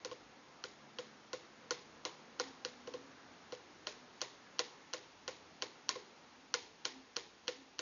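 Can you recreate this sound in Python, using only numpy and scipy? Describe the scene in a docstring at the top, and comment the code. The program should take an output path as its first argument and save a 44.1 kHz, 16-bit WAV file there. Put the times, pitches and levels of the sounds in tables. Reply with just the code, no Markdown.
"""Sharp, ringing clacks, about three a second: a small plastic thermal printer steps its paper on,
line by line, on a table near the microphone. At each step a solenoid slams its pawl against the stop,
the hollow case rings and the small room answers. Far traffic drones in through the window, over the
hiss of the single microphone."""
import sys
import numpy as np
from scipy import signal
from scipy.io import wavfile

SR = 44100
rng = np.random.default_rng(int(sys.argv[2]) if len(sys.argv) > 2 else 0)


def dump_mix(stems):
    """Bounce the given channels to the path in sys.argv[1] as a 16-bit WAV at rate SR."""
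    frames = np.atleast_2d(stems).T  # one column per channel
    limited = np.clip(frames, -1, 1)  # hard clip at full scale
    pcm = np.round(limited * 32767).astype(np.int16)
    wavfile.write(sys.argv[1], SR, pcm)


N = 344414

# solenoid strokes: (time [s], blow [dB], landing on the pawl [0 dull, 1 bright], case walls [dB],
# crack [dB], buzz pitch [Hz], buzz [dB])
STROKES = [(0.0476, -39.5, 0.73, -43, -27.5, 502, -42), (0.1134, -50.5, .2, -51.5, -37.5, 496, -43.5),
           (0.639, -39, 0.5, -52, -26.5, 502, -50), (0.9858, -39, 0.21, -47, -29, 496, -41),
           (1.3309, -37, .6, -46.5, -25.5, 505, -39.5), (1.7073, -32, 1.3, -38.5, -15, 487.6, -37),
           (2.0512, -34.5, 0.68, -36, -22, 508, -45), (2.3975, -31, 1.14, -35.5, -19, 495, -36.5),
           (2.6487, -37, 0.48, -49.5, -23.5, 498, -42), (2.8726, -48, .4, -47, -38, 490.7, -42),
           (2.9377, -48, 0.42, -52, -38, 494, -40), (3.5223, -42.5, 0.52, -42.5, -33, 498, -41),
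           (3.8696, -34.5, 0.4, -42, -22, 494, -53.5), (4.2152, -33.5, 0.96, -39, -20, 512, -46.5),
           (4.592, -30, 0.73, -35.5, -16, 488, -37.5), (4.9349, -34.5, 0.81, -43, -22.5, 505, -42.5),
           (5.2782, -36, 0.57, -41.5, -24.5, 512, -43), (5.6218, -35, 0.48, -39.5, -20.5, 500, -45.5),
           (5.8907, -30, 0.8, -40.5, -17.5, 480, -68), (5.9546, -54, .45, -49, -42, 500, -43.5),
           (6.5399, -29.5, 0.89, -39, -17, 487, -38.5), (6.8524, -31.5, 0.58, -42, -17.5, 492, -50),
           (7.1657, -34, .65, -41.5, -20, 477, -45), (7.4798, -33, 0.49, -43, -19, 497, -37),
           (7.7913, -35.5, 0.65, -43.5, -20.5, 494, -48)]
THIN_WALLS_DB = -11   # the three highest wall modes, relative to the blow


def printer():
    """The printer close up: pawl, case and spring. So small a body radiates no bass."""
    return signal.sosfilt(signal.butter(4, 270, "high", fs=SR, output="sos"), pawl() + case() + buzz())


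def pawl():
    """Steel cracks against the stop, loose parts rattle, and nearby surfaces throw the sound back."""
    # modes of pawl and stop in three groups, low to high: (pitch [Hz], level [dB], t60 [s], signed gain)
    groups = [
        [(2480, -19, 0.0071, 0.23), (3260, -2, 0.0052, 0.64)],
        [(4200, -21, 0.011, 0.89), (4720, -1.5, 0.0017, 0.64)],
        [(5370, -2, 0.0037, 0.57), (6380, -2.5, 0.0035, 0.68)],
    ]
    # small ticks as the pawl takes up its slack or drops back: (time [s], level [dB])
    ticks = [(0.13, -49), (2.393, -45), (2.875, -42), (2.940, -43), (3.55, -46), (3.867, -47), (4.208, -42),
             (4.586, -43), (4.931, -39), (5.617, -46), (5.886, -47), (6.849, -39), (7.162, -37.5),
             (7.473, -44), (7.785, -45.5)]
    # reflections off the table and nearest walls: (delay [s], level [dB])
    echoes = [(.00068, 3.5), (.0082, -15.5), (0.0162, -24.5)]
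    landing_loss_db, rattle_db, rattle_t60_s = 39.5, -37, 0.015
    s, _, landing, _, crack_db = np.transpose(STROKES)[:5]
    # a group rings less the farther the blow lands from its own spot
    crack = sum(strike(s + .0004, crack_db - landing_loss_db * (landing - spot) ** 2, group, 2.23)
                for spot, group in zip(np.linspace(0, 1, len(groups)), groups))
    steel = sum(groups, [])
    crack += strike(*np.transpose(ticks), steel, spread_db=0.5)
    # the rattle is dying noise that shakes the same steel
    jolts = clicks(s + 0.0012, from_db(crack_db + rattle_db))
    chatter = die_away(jolts, rattle_t60_s) * rng.standard_normal(N)
    crack += sum(from_db(db) * ring(chatter, hz, t60) for hz, db, t60, _ in steel)
    out = crack.copy()
    for lag_s, db in echoes:
        lag = round(lag_s * SR)
        out[lag:] += from_db(db) * crack[:-lag]
    return out


def case():
    """Each blow rings the plastic walls and, about 2 ms later, the air inside them."""
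    # wall modes: (pitch [Hz])
    wall_hz = [760, 860, 1000, 1075, 1305, 1435, 1850]
    # ring of the walls at those pitches: (level [dB], t60 [s], signed gain)
    wall_ring = [(-9, 0.039, 0.74), (-13.5, 0.031, -0.16), (-3.5, 0.057, 0.57), (-1, 0.064, -0.84),
                 (-9, 0.019, -0.12), (10, 0.038, -0.69), (-2, 0.0086, -1.5)]
    # modes of the enclosed air: (pitch [Hz], level [dB], t60 [s], signed gain)
    air_modes = [(320.4, -1.5, 0.18, 0.19), (424.7, -5, 0.21, -0.41), (470, -13, 0.062, 0.31),
                 (608, 2.5, 0.087, -0.24)]
    s, blow_db, _, wall_db = np.transpose(STROKES)[:4]
    wall_modes = [(hz, *mode) for hz, mode in zip(wall_hz, wall_ring)]
    low_walls = strike(s + 0.00088, wall_db, wall_modes[:4], spread_db=4.5)
    thin_walls = strike(s + 0.000924, blow_db + THIN_WALLS_DB, wall_modes[4:], spread_db=2.5)
    hollow = strike(s + 0.00297, hollow_level(wall_db), air_modes, spread_db=4.0)
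    return low_walls + thin_walls + hollow


def hollow_level(wall_db):
    """Level in dB of the air in the case, which varies less from stroke to stroke than the walls."""
    usual_hollow_db, usual_wall_db = -39.5, -41
    return usual_hollow_db + 0.42 * (wall_db - usual_wall_db)


def buzz():
    """The armature spring sings while the coil holds it; once it is damped only a weak ring is left."""
    coil_on_s = .018
    out, t = np.zeros(N + SR), np.arange(SR // 4) / SR
    onset = np.clip((t - .0035) / 0.0015, 0, 1)
    held = from_db(-120 * t - 7400 * np.maximum(t - coil_on_s, 0))
    weak_ring = from_db(-8.0 - 222 * t)
    for s, *_, hz, db in STROKES:
        at = round(s * SR)
        out[at:at + len(t)] += from_db(db) * onset * (held + weak_ring) * np.sin(2 * np.pi * hz * t)
    return out[:N]


def table_thump():
    """The table top takes the recoil: a soft push sets its lowest mode swinging."""
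    recoil = clicks(np.array(STROKES)[:, 0], from_db(-65))
    push = signal.sosfilt(signal.butter(2, 200, fs=SR, output="sos"), recoil)
    return ring(push, hz=124, t60=0.29)


def room():
    """The small room answers each stroke: reflections build up quickly and die band by band."""
    # reverberation time: (frequency [Hz], t60 [s])
    decay = [(250, 1), (600, 0.76), (1500, 0.35), (3500, 0.46), (6500, 0.44)]
    # colour of the reflections: (frequency [Hz], level [dB])
    colour = [(250, -19.5), (400, 2), (600, -11), (1000, -2.5), (1500, -2.5), (2500, -9.5), (4200, -4.5),
              (6500, -8)]
    s, blow_db, _, wall_db = np.transpose(STROKES)[:4]
    out, rise = 0, np.exp(-1 / (0.00046 * SR))
    lumps = from_db(2.0 * drift(160.0))   # short sounds keep single reflections apart
    for hz, band in noise_bands()[10:]:
        if hz < 700:   # each band is fed by the part that rings there
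            feed_db = hollow_level(wall_db) - 7.5
        elif hz < 1200:
            feed_db = wall_db
        else:
            feed_db = blow_db + THIN_WALLS_DB * (hz < 1900)
        onsets = signal.lfilter([1 - rise], [1, -rise], clicks(s + 0.0029, from_db(feed_db)))
        early = from_db(1.5) * die_away(onsets, t60=0.1)   # the nearest surfaces answer louder
        tail = die_away(onsets, at_hz(decay, hz))
        out += from_db(at_hz(colour, hz)) * (early + tail) * rms_one(band) * (lumps if hz > 1900 else 1)
    return out


def hum():
    """One unsteady low tone swells and fades behind the printer."""
    # swells: (time of peak [s], pitch [Hz], level [dB], fade to either side [dB/s])
    swells = [(2.48, 268, -57.5, 129), (3.0, 273.4, -62.5, 56), (4.8, 264, -74, 85),
              (5.4, 264.4, -77, 24.5), (6.4, 260, -68.5, 63), (6.97, 261.7, -55, 200),
              (7.6, 267.4, -62, 120)]
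    t = np.arange(N) / SR
    wavering_t = np.cumsum(1 + 0.011 * drift(4.4)) / SR
    tone = sum(from_db(db - fade * np.abs(t - s)) * np.sin(2 * np.pi * hz * wavering_t)
               for s, hz, db, fade in swells)
    return np.sqrt(2) * from_db(1.7 * drift(22.0)) * tone


def engine():
    """An engine passes outside; low orders of its firing rate waver on the way through walls and glass."""
    # the pass, heard from indoors: (time [s], firing rate [Hz], level [dB])
    passing = [(0, 71.7, -74), (1.7, 72.2, -68.5), (2.1, 74.25, -70), (2.6, 81.05, -68.5),
               (3.3, 84.4, -66.5), (4.3, 82.2, -72.5), (4.9, 80.2, -71.5), (5.8, 79.9, -74.5),
               (6.6, 79.1, -70), (7.1, 76.4, -77.5), (7.81, 76.8, -79)]
    # engine orders: (multiple of the firing rate, level [dB])
    orders = [(1, -20), (2, -12.5), (3, -5), (3.5, -11)]
    hz, level_db = in_time(passing)
    phase = 2 * np.pi * np.cumsum(hz * (1 + 0.0044 * drift(2.73))) / SR
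    drone = sum(from_db(db + 4.5 * drift(2.5)) * np.sin(k * phase + k * k) for k, db in orders)
    return np.sqrt(2) * from_db(level_db) * drone


def traffic_and_hiss():
    """Deep bass and far traffic rumble swell in patches under the smooth hiss of the microphone."""
    # course of the background: (time [s], traffic rumble [dB], hiss [dB])
    levels = [(0.0, -61, -67), (0.59, -62, -67), (2.96, -60, -65.5), (4.96, -62, -66), (5.61, -62, -66),
              (7.81, -65.5, -67.5)]
    # spectrum of the bass: (frequency [Hz], relative density [dB])
    low = [(25, -13), (36, -14), (50, -1.5), (64, -12), (86, -3), (113, 2)]
    # spectrum of rumble and hiss: (frequency [Hz], relative density [dB])
    upper = [(65, -53), (110, -17), (135, -14), (216, -9.5), (261, -9.5), (344, -7), (375, -19),
             (394, -12.5), (461, -4.5), (538, -14), (814, -10), (4190, -19.5), (6800, -22), (8840, -52.5),
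             (15000, -120)]
    rumble_db, hiss_db = in_time(levels)
    bands = [(hz, band * from_db(at_hz(low if hz < 120 else upper, hz))) for hz, band in noise_bands()]
    bass = sum(band * from_db(3.3 * drift(2.0)) for hz, band in bands if hz < 120)
    rumble = sum(band * from_db(0.86 * drift(4.0)) for hz, band in bands if 120 <= hz < 2200)
    hiss = sum(band for hz, band in bands if hz >= 2200)
    return (from_db(-82.5) * rms_one(bass) + from_db(rumble_db) * rms_one(rumble)
            + from_db(hiss_db) * rms_one(hiss))


def strike(s, level_db, modes, spread_db):
    """Every blow sets all modes ringing, each with a randomly varied share."""
    shares = spread_db * rng.standard_normal((len(s), len(modes)))
    return sum(gain * ring(clicks(s, from_db(level_db + db + share)), hz, t60)
               for (hz, db, t60, gain), share in zip(modes, shares.T))


def clicks(s, gains):
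    """One sample of the given height at each time."""
    out = np.full(N, 1e-18)
    np.add.at(out, np.round(np.asarray(s) * SR).astype(int), gains)
    return out


def ring(x, hz, t60):
    """One mode: a unit click starts a dying sine of height 1."""
    r, w = from_db(-60 / (t60 * SR)), 2 * np.pi * hz / SR
    return signal.lfilter([0, np.sin(w)], [1, -2 * r * np.cos(w), r * r], x)


def die_away(x, t60):
    """Give each click a tail that falls 60 dB in t60 seconds."""
    return signal.lfilter([1], [1, -from_db(-60 / (t60 * SR))], x)


def noise_bands():
    """Third-octave bands of noise with their centres; neighbours are unrelated."""
    edges, white = 22 * 2 ** (np.arange(27) / 3), rng.standard_normal((2, N))
    return [(np.sqrt(lo * hi),
             signal.sosfilt(signal.butter(2, [lo, hi], "band", fs=SR, output="sos"), white[k % 2]))
            for k, (lo, hi) in enumerate(zip(edges, edges[1:]))]


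def drift(rate_hz):
    """Slow noise of spread 1, drawn at every 40th sample."""
    r = np.exp(-80 * np.pi * rate_hz / SR)
    slow = signal.lfilter([1], [1, -2 * r, r * r], rng.standard_normal(N // 40 + 2002))[2000:]
    return np.interp(np.arange(N) / 40, np.arange(len(slow)), rms_one(slow))


def in_time(rows):
    """Columns of a curve table at every sample."""
    s, *columns = np.transpose(rows)
    return [np.interp(np.arange(N) / SR, s, column) for column in columns]


def at_hz(points, hz):
    """Read a curve on a log-frequency axis."""
    frequencies, values = np.transpose(points)
    return np.interp(np.log(hz), np.log(frequencies), values)


def from_db(db):
    """Decibels to gain."""
    return 10 ** (np.asarray(db) / 20)


def rms_one(x):
    """Scale to unit rms."""
    return x / np.sqrt(np.mean(x ** 2) + 1e-20)


def scene():
    """One microphone near the printer feeds both channels."""
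    mono = printer() + from_db(-18) * room() + traffic_and_hiss() + engine() + hum() + table_thump()
    return np.array([mono, mono])


def record(dry):
    """The recorder cuts the treble steeply above 6870 Hz."""
    return signal.sosfilt(signal.ellip(14, .3, 75, 6870, fs=SR, output="sos"), dry)


dry = scene()
out = record(dry)
dump_mix(out)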